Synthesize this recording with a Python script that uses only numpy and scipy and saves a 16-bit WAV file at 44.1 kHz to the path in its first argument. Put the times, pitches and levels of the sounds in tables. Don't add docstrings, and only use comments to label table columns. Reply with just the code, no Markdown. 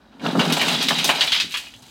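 import sys
import numpy as np
from scipy import signal
from scipy.fft import rfft, irfft
from scipy.io import wavfile

SR = 44100
rng = np.random.default_rng(int(sys.argv[2]) if len(sys.argv) > 2 else 0)


def pcm_store(signal):
    levels = np.round(np.clip(np.atleast_2d(signal), -1, 1) * 32767)
    wavfile.write(sys.argv[1], SR, levels.astype(np.int16).T)


N = 83790
RING_S, BLOW_S = .25, .018
BLOW_GAIN = np.sqrt(2 * BLOW_S * SR)

# (time [s], knock pitch [Hz], knock level [dB], clink pitch [Hz],
# clink level [dB], chip level [dB])
LANDINGS = [(0.196, 560, -53, 2940, -48, -73), (0.261, 827, -35, 2930, -35.5, -62),
            (0.352, 697, -22, 2870, -52, -59), (0.393, 872, -22, 3015, -24, -41),
            (0.409, 858, -22.5, 3350, -26, -52), (0.451, 720, -60, 3440, -35, -43),
            (0.5, 980, -31.5, 2820, -29, -45), (0.524, 1150, -32, 3607, -22, -31),
            (0.569, 960, -35.5, 2600, -30, -37), (0.596, 1035, -29.5, 3170, -23, -51),
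            (0.614, 1334, -28.5, 2507, -20.5, -35.5), (0.682, 1264, -30.5, 3060, -22.5, -37.5),
            (0.75, 940, -47, 3310, -40, -60), (0.81, 680, -40, 3560, -25, -48),
            (0.826, 934, -37, 3780, -26, -34.5), (0.885, 1220, -31, 3530, -20, -32),
            (0.906, 950, -20, 2890, -27, -49), (0.985, 970, -35, 3073, -23, -38),
            (1.043, 617, -29, 3870, -22, -27), (1.077, 1060, -38, 3350, -28.5, -35.5),
            (1.091, 997, -17.5, 2818, -19.5, -36), (1.098, 1110, -27, 2790, -20, -39.5),
            (1.148, 925, -35.5, 2980, -30.5, -43.5), (1.209, 1150, -38, 3238, -15.5, -39.5),
            (1.274, 1066, -39.5, 3220, -26.5, -56), (1.32, 1600, -42, 3370, -19, -40.5),
            (1.346, 1333, -36, 3090, -22.5, -42), (1.362, 1320, -34.5, 3300, -27.5, -48),
            (1.4, 1580, -38.5, 3636, -19, -40), (1.508, 800, -74, 3320, -37, -49.5),
            (1.521, 1350, -67, 3360, -37, -44.5), (1.541, 1450, -57, 2682, -24, -45),
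            (1.571, 1300, -49, 3140, -31.5, -39.5), (1.822, 884, -56.5, 3180, -61, -56)]
def big_lumps():
    out = np.zeros(N)
    for s, knock_hz, knock_db, clink_hz, clink_db, chip_db in LANDINGS:
        sounds = lump(knock_hz, clink_hz, grind_s=.013, echo_db=0)
        for sound, db in zip(sounds, (knock_db - 2.5, clink_db - .5, chip_db + 4.5)):
            add(out, s, undb(db) * BLOW_GAIN * sound)
    return out


# (frequency [Hz], relative level [dB])
KNOCK_SPECTRUM = [(100, -72), (250, -6.5), (400, -2), (700, 4.5), (1100, -1), (1600, -2.5), (2400, -18.5),
                  (5000, -41.5), (16000, -61)]
CLINK_SPECTRUM = [(100, -36), (800, -22), (1500, -8), (2200, -4), (2800, -0.5), (3400, 1.5), (4300, -4),
                  (5500, -10), (8000, -22.5), (16000, -44)]
CHIP_SPECTRUM = [(100, -11), (2000, -18), (4000, 6), (5500, -1), (8000, -1.5), (10500, -8), (13000, -10),
                 (16000, -10.5)]
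KNOCK_HZ, CLINK_HZ = 912, 3245
def lump(knock_hz, clink_hz, grind_s, echo_db):
    knock_tone = colour([(hz * knock_hz / KNOCK_HZ, db) for hz, db in KNOCK_SPECTRUM])
    clink_tone = colour([(hz * clink_hz / CLINK_HZ, db) for hz, db in CLINK_SPECTRUM])
    knock = charcoal_modes(.5 * knock_hz, 2 * knock_hz, t60=.047, count=10)
    clink = charcoal_modes(.6 * clink_hz, 1.6 * clink_hz, t60=.094, count=11)
    chip = charcoal_modes(3973, 15000, t60=.054, count=20)
    return [impact(knock_tone, knock, grind_s, echo_db, ring_db=0),
            impact(clink_tone, clink, grind_s, echo_db, ring_db=-1),
            impact(colour(CHIP_SPECTRUM), chip, grind_s, echo_db, ring_db=-5)]


def charcoal_modes(lo_hz, hi_hz, t60, count):
    place, size, sign = rng.random((count, 3)).T
    hz = np.minimum(lo_hz + (hi_hz - lo_hz) * (np.arange(count) + place) / count, SR * .45)
    amplitude = size ** 2 * np.sign(sign - .5)
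    t = times(.1)
    return (amplitude @ np.sin(2 * np.pi * hz[:, None] * t)) * decay(t, t60)


def impact(tone, modes, grind_s, echo_db, ring_db):
    cracks, tube, yard = rng.standard_normal((3, int(RING_S * SR)))
    cracks = np.sign(cracks) * undb(3 * np.minimum(abs(cracks), 2))
    at_rest = np.maximum(times(RING_S) - grind_s, 0)
    noise = unit(cracks * decay(at_rest, t60=.13))
    noise += undb(echo_db - 1.5) * unit(tube * decay(at_rest, t60=.17))
    noise += undb(echo_db - 6) * unit(yard * decay(at_rest, t60=.33))
    out = shaped(noise, tone)
    add(out, 0, undb(ring_db) * shaped(modes, tone))
    return unit(out)


# (time [s], tub level [dB], knock level [dB], clink level [dB], chip level [dB])
STREAM_LEVELS = [(0, -73, -54, -59.5, -83), (0.188, -41, -47.5, -55.5, -65),
                 (0.248, -20.5, -21.5, -27.5, -39), (0.33, -25, -26, -31.5, -39.5),
                 (0.45, -19.5, -23.5, -25, -34.5), (0.58, -26, -23, -23, -30.5),
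                 (0.718, -29.5, -23.5, -17.5, -26.5), (0.82, -27.5, -31, -22, -36),
                 (0.96, -30.5, -34.5, -20.5, -32), (1.13, -33, -26, -23.5, -37.5),
                 (1.25, -42.5, -28, -22.5, -28), (1.382, -44.5, -50, -19, -40.5),
                 (1.49, -43.5, -53, -39.5, -41.5), (1.6, -88, -43.5, -37, -38.5),
                 (1.7, -53.5, -54.5, -41.5, -47.5), (1.799, -93, -52, -51, -50),
                 (1.89, -57, -50.5, -45, -46.5)]
def flow(part, gain_db):
    s, *levels = np.array(STREAM_LEVELS).T
    db = levels[("tub", "knock", "clink", "chip").index(part)]
    return undb(np.interp(np.arange(N) / SR, s, db) + gain_db)


def stream(count=12):
    knocks = contacts(per_s=399, count=count) * flow("knock", -5.5)
    clinks = contacts(per_s=382, count=count) * flow("clink", -5.46)
    chips = contacts(per_s=793, count=count) * flow("chip", -7.5)
    grit = contacts(per_s=260, count=count) * flow("chip", -11)
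    pitches = 2 ** (.1157 * rng.standard_normal(count))
    out, crisp = np.zeros(N), colour(CHIP_SPECTRUM)
    for i, pitch in enumerate(pitches):
        sounds = lump(KNOCK_HZ * pitch, CLINK_HZ * pitch, grind_s=0, echo_db=-9.5)
        for touches, sound in zip((knocks, clinks, chips), sounds):
            out += play(touches[i], sound)
        splinter = charcoal_modes(4200, 14620, t60=.009, count=16)
        out += play(grit[i], shaped(splinter, crisp))
    return out


def contacts(per_s, count=1):
    when, size, who = rng.random((4000, 3))[:int(per_s * N / SR)].T
    strength = undb(-3.2 * np.log(size + .02))
    out = np.zeros((count, N))
    out[(who * count).astype(int), (when * N).astype(int)] = strength * (-1) ** np.arange(len(when))
    return unit(out) * np.sqrt(N)


# (time [s], level [dB])
FRACTURES = [(0.2647, -33.5), (0.454, -36), (0.892, -31.5)]
def snaps():
    out, tone = np.zeros(N), colour(CLINK_SPECTRUM)
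    for s, db in FRACTURES:
        click = charcoal_modes(1500, 5740, t60=.0095, count=14)
        add(out, s, undb(db) * BLOW_GAIN * shaped(click, tone))
    return out


# (frequency [Hz], relative level [dB])
WALL_MODES = [(1020, -14.5), (1170, -9), (1665, -34), (2272, -8), (2454, 3), (2545, 5.5), (2830, 2.5),
              (2970, 3.5), (3125, 8), (3330, 3.5), (3435, 4.5), (3618, -9), (3880, 2), (4035, 6),
              (4200, -27), (4807, -5)]
def chimney(clatter, wall_db=-13.5, t60=.27):
    wall = ring([(hz, db, t60) for hz, db in WALL_MODES], 2 * RING_S)
    return clatter + undb(wall_db) * unit(play(clatter, wall)) * np.linalg.norm(clatter)


# (time [s], pitch of the struck spot
# [Hz], level [dB])
WALL_TAPS = [(0.395, 2840, -24), (0.752, 3580, -26.5), (1.215, 3180, -35), (1.276, 3700, -24.5),
             (1.326, 3400, -23.5), (1.405, 4000, -34), (1.541, 1040, -40), (1.542, 1640, -38),
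             (1.668, 2670, -43), (1.687, 2830, -55), (1.738, 3030, -46.5)]
def wall_taps(width_octaves=.14, t60=.11):
    out = np.zeros(N)
    for s, spot_hz, db in WALL_TAPS:
        detunes = 1 + .0076 * rng.standard_normal(len(WALL_MODES))
        modes = [(hz * detune, mode_db - 5.4 * (np.log2(hz / spot_hz) / width_octaves) ** 2, t60)
                 for (hz, mode_db), detune in zip(WALL_MODES, detunes)]
        blow = rng.standard_normal(SR // 100) * decay(times(.01), t60=.026)
        add(out, s, undb(db) * BLOW_GAIN * shaped(blow, ring(modes, RING_S)))
    return out


# (frequency [Hz], relative level [dB], T60 [s])
TUB_MODES = [(167, -2, 0.184), (183, 0, 0.14), (230, -3.5, 0.092), (246, 0, 0.11), (271.7, 3, 0.052),
             (346, -8.5, 0.055), (407, -6, 0.047)]
# (time [s], level [dB])
TUB_THUMPS = [(0.148, -45), (0.231, -26.5), (0.269, -31), (0.358, -19.5), (0.38, -13), (0.402, -27),
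              (0.43, -25), (0.473, -18.5), (0.522, -26), (0.67, -22), (0.91, -23.5), (1.057, -29),
              (1.09, -30), (1.443, -40), (1.825, -62)]
# (time [s], frequency [Hz], level [dB])
TIPPING_BUMPS = [(0.387, 107, -43), (1.426, 101, -49), (1.752, 112, -52.5), (1.824, 136, -53)]
def tub(bump_t60=.22):
    soft = np.vstack([signal.butter(2, 520, fs=SR, output="sos"),
                      signal.butter(10, 144, "high", fs=SR, output="sos")])
    body = unit(signal.sosfilt(soft, ring(TUB_MODES, RING_S)))
    push = contacts(per_s=219.7)[0] * flow("tub", -3.5)
    for s, db in TUB_THUMPS:
        add(push, s, undb([db - 2.5]) * np.sqrt(BLOW_S * SR))
    out = play(push, body)
    for s, hz, db in TIPPING_BUMPS:
        add(out, s, undb(db) * BLOW_GAIN * ring([(hz, 0, bump_t60)], RING_S))
    return signal.sosfilt(signal.butter(4, 70, "high", fs=SR, output="sos"), out)


# (frequency [Hz], relative spectral density [dB])
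AIR_SPECTRUM = [(20, -45), (40, -24), (55, 8.5), (80, 2.5), (120, -5.5), (250, 8.5), (1000, -28.5),
                (3500, -18), (7000, -31), (16000, -38)]
def air():
    return undb(-55) * play(rng.standard_normal(N), colour(AIR_SPECTRUM, size=8192))


def ring(modes, seconds):
    t = times(seconds)
    return unit(sum(undb(db) * unit(np.sin(2 * np.pi * hz * t) * decay(t, t60)) for hz, db, t60 in modes))


def colour(points, size=1024):
    hz, db = np.array(points).T
    bin_hz = np.arange(size // 2 + 1) * SR / size
    gain = undb(np.interp(np.log(bin_hz + 1), np.log(hz), db))
    cepstrum = irfft(np.log(gain))
    cepstrum[1:size // 2] *= 2
    cepstrum[size // 2 + 1:] = 0
    return unit(irfft(np.exp(rfft(cepstrum))))


def play(x, response):
    return signal.oaconvolve(x, response)[:N]


def shaped(x, response):
    return unit(signal.fftconvolve(x, response))


def decay(t, t60):
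    return np.exp(-np.log(1000) * t / t60)


def times(seconds):
    return np.arange(int(seconds * SR)) / SR


def undb(db):
    return 10 ** (np.asarray(db) / 20)


def unit(x):
    return x / np.sqrt(np.sum(x ** 2) + 1e-18)


def add(out, s, x):
    i = int(s * SR)
    out[i:i + len(x)] += x[:max(N - i, 0)]


def scene():
    background = air()
    clatter = big_lumps() + stream() + snaps()
    return (chimney(clatter) + wall_taps() + tub() + background)[None]


def record(dry):
    return signal.sosfilt(signal.ellip(10, .2, 80, 15900, fs=SR, output="sos"), dry)


dry = scene()
out = record(dry)
pcm_store(out)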